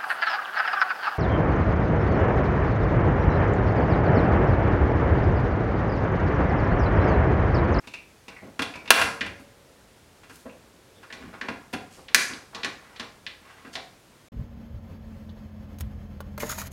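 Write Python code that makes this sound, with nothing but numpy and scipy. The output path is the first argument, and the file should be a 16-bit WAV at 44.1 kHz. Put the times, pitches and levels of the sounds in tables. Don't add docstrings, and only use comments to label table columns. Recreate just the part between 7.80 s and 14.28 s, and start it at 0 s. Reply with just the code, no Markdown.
import sys
import numpy as np
from scipy import signal
from scipy.fft import rfft, irfft
from scipy.io import wavfile

SR = 44100
rng = np.random.default_rng(int(sys.argv[2]) if len(sys.argv) > 2 else 0)


def unload_audio(sound):
    columns = np.transpose(np.atleast_2d(sound))
    steps = np.round(np.clip(columns, -1, 1) * 32767)
    wavfile.write(sys.argv[1], SR, steps.astype(np.int16))


N = 285971
CUTOFF_HZ = 16000


def from_db(db):
    return 10 ** (np.asarray(db) / 20)


def unit(x):
    return x / np.sqrt(np.sum(x ** 2) + 1e-20)


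def at_hz(points, hz):
    freqs, values = np.transpose(points)
    return np.interp(np.log(hz + 1e-9), np.log(freqs), values)


def band(x, low_hz, high_hz, order=2):
    edges = np.clip([low_hz, high_hz], [10, 20], [.44 * SR, .45 * SR])
    return signal.sosfilt(signal.butter(order, edges, "band", fs=SR, output="sos"), x)


def resonate(x, hz, width_hz):
    r = np.exp(-np.pi * width_hz / SR)
    feed = np.array([1, 0, -1]) * (1 - r * r) / 2
    feedback = [1, -2 * r * np.cos(2 * np.pi * hz / SR), r * r]
    return signal.lfilter(feed, feedback, x)


def add(track, s, sound):
    start = round(s * SR)
    track[start:start + len(sound)] += sound[:N - start]


def chatter(t, decay_s, seat_share=0.088):
    age = t / decay_s
    fade = np.exp(-age) * (1 - np.exp(-age / seat_share))
    burst = rng.standard_normal(len(t)) * fade
    even = irfft(np.exp(1j * np.angle(rfft(burst))), len(t))
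    return unit(even * np.sqrt(fade))


SHORTEN_DB_PER_DB = 0.35


def blows(rows, modes, body_db, body_follows, contact_s, thud_s, thud_hz, top_hz, vary_db):
    out = np.zeros(N)
    t = np.arange(SR // 5) / SR
    for s, level_db, weight_db, edge_db, bite_hz in rows:
        decay_s = contact_s * from_db(-SHORTEN_DB_PER_DB * level_db)
        contact = chatter(t, decay_s)
        push = chatter(t, thud_s)
        both = np.array([contact, push])
        ringing = both
        spot_db = vary_db * rng.standard_normal(len(modes))
        for (hz, width_hz, db), spot in zip(modes, spot_db):
            ringing = ringing + from_db(db + spot) * resonate(both, hz, width_hz)
        shell, mass = ringing

        reach_hz = min(top_hz * from_db(0.92 * edge_db), CUTOFF_HZ)
        hard = signal.sosfilt(signal.butter(2, reach_hz, fs=SR, output="sos"), shell)
        bite = unit(band(shell, bite_hz / 1.584, bite_hz * 1.237))
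        thud = from_db(weight_db) * unit(band(mass, 80, thud_hz))
        hollow = from_db(body_db + body_follows * weight_db) * unit(band(shell, 470, 1400))
        edge = from_db(edge_db) * unit(band(hard, 3600, 18000))
        add(out, s, from_db(level_db) * (bite + thud - hollow - edge))
    return out


# start in seconds, level in dB, weight behind the
# blow in dB relative to its bite, sharp edge in dB relative to its bite, nominal bite frequency in Hz.
JAW_KNOCKS = [(0.792, -2.5, -1, -9.5, 2180), (0.8196, -3.5, -15, -7.5, 2940), (1.1048, 19, -21, -3, 2690),
              (1.1127, 11, -12, -11, 2100), (1.2145, 4, -24, -8, 2450), (1.462, -12.5, -20, -9, 2400),
              (1.594, -35.5, 13.5, 3, 2190), (2.432, -27, -13, -8, 2120), (2.495, -23, 0, -6, 2020),
              (2.656, -24.5, 11, -19, 1600), (3.229, -22.5, -17, -10, 1910), (3.684, -7, 0.5, -12, 2220),
              (3.928, -18.5, 7, -3, 2630), (3.934, -7.5, 5, -8.5, 2270), (4.496, -16, 2, -16, 2230),
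              (5.846, -21, 1, -14, 1750), (5.867, -24.5, 2, -11, 1750)]
# frequency in Hz, width in Hz, nominal gain in dB.
JAW_MODES = [(274, 80, 8), (469.6, 110, 3.5), (731.4, 120, 8), (989, 150, 9), (1284, 100, 3.5),
             (1406, 63, 6.5), (1630, 130, 8.5), (2016, 240, 4), (2450, 87, 7), (2696, 140, 10.5),
             (3330, 280, 8), (4400, 1400, 2), (9700, 3200, -4)]


def jaw_knocks():
    return blows(JAW_KNOCKS + skitter(count=5), JAW_MODES, body_db=-5.0, body_follows=-0.11,
                 contact_s=0.0067, thud_s=0.016, thud_hz=521, top_hz=18950, vary_db=2.1)


def hardest_knock():
    s, level_db, *_ = max(JAW_KNOCKS, key=lambda knock: knock[1])
    return s, level_db


SKITTER_AFTER_S, SKITTER_GAP_S, SKITTER_DB = .05, 0.01, -19.5
SKITTER_WEIGHT_DB, SKITTER_EDGE_DB, SKITTER_HZ = -24, -21.5, 2100


def skitter(count):
    s, level_db = hardest_knock()
    bounces = []
    for k, (late, firm) in enumerate(rng.uniform(-1.03, 1, (count, 2))):
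        start_s = s + SKITTER_AFTER_S + SKITTER_GAP_S * (k + .3 * late)
        bounce_db = level_db + SKITTER_DB + 2 * firm
        bounces.append((start_s, bounce_db, SKITTER_WEIGHT_DB, SKITTER_EDGE_DB, SKITTER_HZ))
    return bounces


# start in seconds, level in dB, weight
# in dB relative to the bite, sharp edge in dB relative to the bite, nominal bite frequency in Hz.
TRIGGER_CLICKS = [(1.408, -4.5, -15, -9, 2620), (1.4127, -1, -20, -15, 2470),
                  (3.301, -17.5, -11, -15, 2200), (3.325, -14, -10.5, -8.5, 2900),
                  (3.6116, -6, -12, -12, 2100), (4.2826, -16, -11.5, -10.5, 3070),
                  (4.3457, 13, -19.5, -0.5, 2170), (4.533, -13, -9, -10, 4000),
                  (4.747, -11.5, -8.5, -6, 3460), (4.832, -4.5, -13, -35, 3370),
                  (4.8454, -3.5, -11, -6, 2420), (5.16, -20, -27, -9.5, 3020),
                  (5.1962, -9.5, -8, -6.5, 2920), (5.4647, -7.5, -22.5, -39, 3120),
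                  (5.9534, -7, -12, -7.5, 3100)]
# frequency in Hz, width in Hz, nominal gain in dB.
TRIGGER_MODES = [(258, 73, 4.5), (489, 25, 5.5), (1090, 84, 11.5), (1786, 170, 14.5), (1947, 410, 10),
                 (2370, 300, 8), (2880, 88, -3), (3460, 2100, 6), (4550, 3300, 7), (5730, 600, -18),
                 (6700, 400, -12), (10200, 760, -1.5)]


def trigger_clicks():
    return blows(TRIGGER_CLICKS + rebounds(), TRIGGER_MODES, body_db=-0.5, body_follows=1.0,
                 contact_s=0.0048, thud_s=.016, thud_hz=530, top_hz=13000, vary_db=1.6)


REBOUND_S, REBOUND_DB = 0.0048, -13.5


def rebounds():
    return [(s + REBOUND_S, db + REBOUND_DB, *colour) for s, db, *colour in TRIGGER_CLICKS]


# start in seconds, level in dB, weight in dB
# relative to the bite, sharp edge in dB relative to the bite, nominal bite frequency in Hz.
LOOSE_RATTLES = [(0.038, -26, -16, -17, 1700), (0.0715, -19.5, -2, -3.5, 3240),
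                 (0.1366, -12.5, -25, -6, 2500), (0.481, -20, -1.5, -3.5, 2900),
                 (0.562, -23.5, -12, -26, 2000), (0.9375, -14.5, -16, -11.5, 2400),
                 (0.955, -17.5, 2, -4.5, 2400), (1.055, -21.5, -9.5, -7, 2200),
                 (1.076, -12.5, -14, -7.5, 2700), (2.6928, -25.5, -15, -22, 2700)]
# frequency in Hz, width in Hz, nominal gain in dB.
LOOSE_MODES = [(980, 17, 5.4), (2330, 94, 13.2), (2558, 100, 17), (2720, 170, 13), (3620, 230, 7),
               (4500, 1500, 3.1)]


def loose_rattles():
    return blows(LOOSE_RATTLES, LOOSE_MODES, body_db=-1, body_follows=.3,
                 contact_s=0.005, thud_s=0.0065, thud_hz=500, top_hz=12000, vary_db=3.5)


def stick_slip(rows, octaves, grain_db, grains_per_s, rise, blur_hz=0, catch_db=1.5, catches_per_s=60):
    out = np.zeros(N)
    for s, length_s, db, hz in rows:
        t = np.arange(int(length_s * SR)) / SR
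        fine, coarse, hiss = rng.standard_normal((3, SR))
        grains = grain_db * np.interp(t * grains_per_s, np.arange(SR), fine)
        catches = catch_db * np.interp(t * catches_per_s, np.arange(SR), coarse)
        slips = hiss[:len(t)] * from_db(grains + catches)
        half = 2 ** (octaves / 2) + blur_hz / hz / 2
        swell = np.sqrt(np.interp(t / t[-1], [0, rise, 1], [0, 1, 0]))
        rub = unit(band(slips, hz / half, hz * half) * swell)
        add(out, s, from_db(db) * np.sqrt(len(t)) * rub)
    return out


# start in #
# seconds, length in seconds, RMS level in dB before the sliding gain in scene(), centre in Hz.
SLIDES = [(0.484, 0.056, -48.5, 740), (0.618, 0.075, -42.5, 277), (0.92, 0.34, -52.5, 350),
          (1.16, 0.19, -41.5, 125), (1.404, 0.14, -42.5, 175), (2.491, 0.16, -55.5, 5600),
          (2.82, 0.25, -62, 200), (3.324, 0.037, -48, 2860), (3.33, 0.25, -48.5, 157),
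          (3.372, 0.16, -49, 1020), (3.528, 0.05, -41.5, 740), (3.62, 0.084, -47, 230),
          (4.02, 0.12, -55, 96), (4.102, 0.15, -54.5, 4000), (4.171, 0.054, -48.5, 400),
          (4.726, 0.09, -41.5, 700), (5.001, 0.33, -54, 885), (5.61, 0.28, -52, 1050),
          (5.927, 0.048, -44, 2860)]


def slides():
    return stick_slip(SLIDES + drags(), octaves=2.39, grain_db=4.5, grains_per_s=340, rise=.3)


DRAG_S, DRAG_DB, DRAG_HZ = 0.062, -25, 690


def drags():
    return [(s, DRAG_S, db + weight_db + DRAG_DB, DRAG_HZ) for s, db, weight_db, *_ in TRIGGER_CLICKS]


# start in seconds,
# length in seconds, RMS level in dB before the sliding gain in scene(), centre in Hz.
SQUEAKS = [(0.144, 0.052, -43, 2500), (0.56, 0.05, -46.5, 2000), (0.94, 0.06, -57.5, 2450),
           (1.8, 0.26, -61.5, 500), (2.652, 0.037, -39, 510), (3.0, 0.43, -58, 434),
           (3.15, 0.05, -58.5, 3450), (5.95, 0.042, -39.5, 680)]


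def squeaks():
    return stick_slip(SQUEAKS, octaves=0.08, grain_db=3, grains_per_s=480, rise=.2, blur_hz=200)


# frequency in Hz, level in dB relative to the knock,
# 60 dB decay time in seconds.
BLADE_MODES = [(445, -75, 1.8), (459, -53, 1.16), (565, -58, 1.8), (1007, -68.5, 1.4), (1443, -71, 1.3)]


def blade():
    out = np.zeros(N)
    t = np.arange(2 * SR) / SR
    s, level_db = hardest_knock()
    ring = np.zeros(len(t))
    for hz, db, t60 in BLADE_MODES:
        ring += from_db(level_db + db - 60 * t / t60) * np.sin(2 * np.pi * hz * t)
    add(out, s, ring)
    return out


# frequency in Hz, 60 dB decay time in seconds.
ROOM_T60 = [(100, 0.51), (400, 0.37), (1500, 0.4941), (3000, 0.308), (7000, 0.53), (15000, 0.3)]
# frequency in Hz, relative band gain in dB.
ROOM_DB = [(100, 2.9), (400, 2.2), (1500, -0.67), (3000, 0.83), (7000, -3.9), (15000, -5.3)]


def workshop(x, wet_db, near_db, near_s, gap_s):
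    t = np.arange(SR) / SR
    white = rng.standard_normal((2, SR))
    tail = np.zeros(SR)
    edges = np.geomspace(50, 18000, 13)
    for k, (low, high) in enumerate(zip(edges, edges[1:])):
        hz = np.sqrt(low * high)
        decay_db = at_hz(ROOM_DB, hz) - 60 * t / at_hz(ROOM_T60, hz)
        tail += band(white[k % 2], low, high) * from_db(decay_db)
    tail = unit(tail * (1 - np.exp(-(t / gap_s) ** 2)))
    near = chatter(t, near_s, seat_share=1.2)
    response = from_db(wet_db) * tail + from_db(near_db) * near
    return x + signal.fftconvolve(x, response)[:N]


# frequency in Hz, relative density in dB per Hz.
AIR_SPECTRUM = [(15, -35.5), (25, -7), (58, -1.5), (263, -7), (416, -7.5), (516, -8), (560, -10),
                (936, -13), (2110, -17), (9840, -25), (16000, -34)]
AIR_DB = -55


def air():
    spectrum = rfft(rng.standard_normal(N))
    noise = irfft(spectrum * from_db(at_hz(AIR_SPECTRUM, np.fft.rfftfreq(N, 1 / SR))), N)
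    return from_db(AIR_DB) * np.sqrt(N) * unit(noise)


def scene():
    impacts = jaw_knocks() + trigger_clicks() + loose_rattles()
    sliding = from_db(-5.5) * (slides() + squeaks())
    room = workshop(impacts + sliding, wet_db=-4.5, near_db=-4.5, near_s=0.0072, gap_s=0.0048)
    return (room + blade() + air())[None]


def gain_control(x, threshold_db, slope, attack_s, release_db_per_s):
    t = np.arange(N) / SR
    r = np.exp(-1 / (attack_s * SR))
    power = signal.lfilter([1 - r], [1, -r], x ** 2)
    level_db = 10 * np.log10(power + 1e-12)
    excess_db = np.maximum(level_db - threshold_db, 0) * slope
    release_db = release_db_per_s * t
    held_db = np.maximum.accumulate(excess_db + release_db, axis=-1) - release_db
    return x * from_db(-signal.lfilter([1 - r], [1, -r], held_db))


def record(dry):
    ducked = gain_control(dry, threshold_db=-15.5, slope=0.78, attack_s=0.0058, release_db_per_s=88.5)
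    overloaded = np.clip(ducked, -1, 1)
    low_cut = signal.butter(2, 40, "high", fs=SR, output="sos")
    top_cut = signal.ellip(12, .1, 90, CUTOFF_HZ, fs=SR, output="sos")
    return signal.sosfilt(np.vstack([low_cut, top_cut]), overloaded)


dry = scene()
out = record(dry)
unload_audio(out)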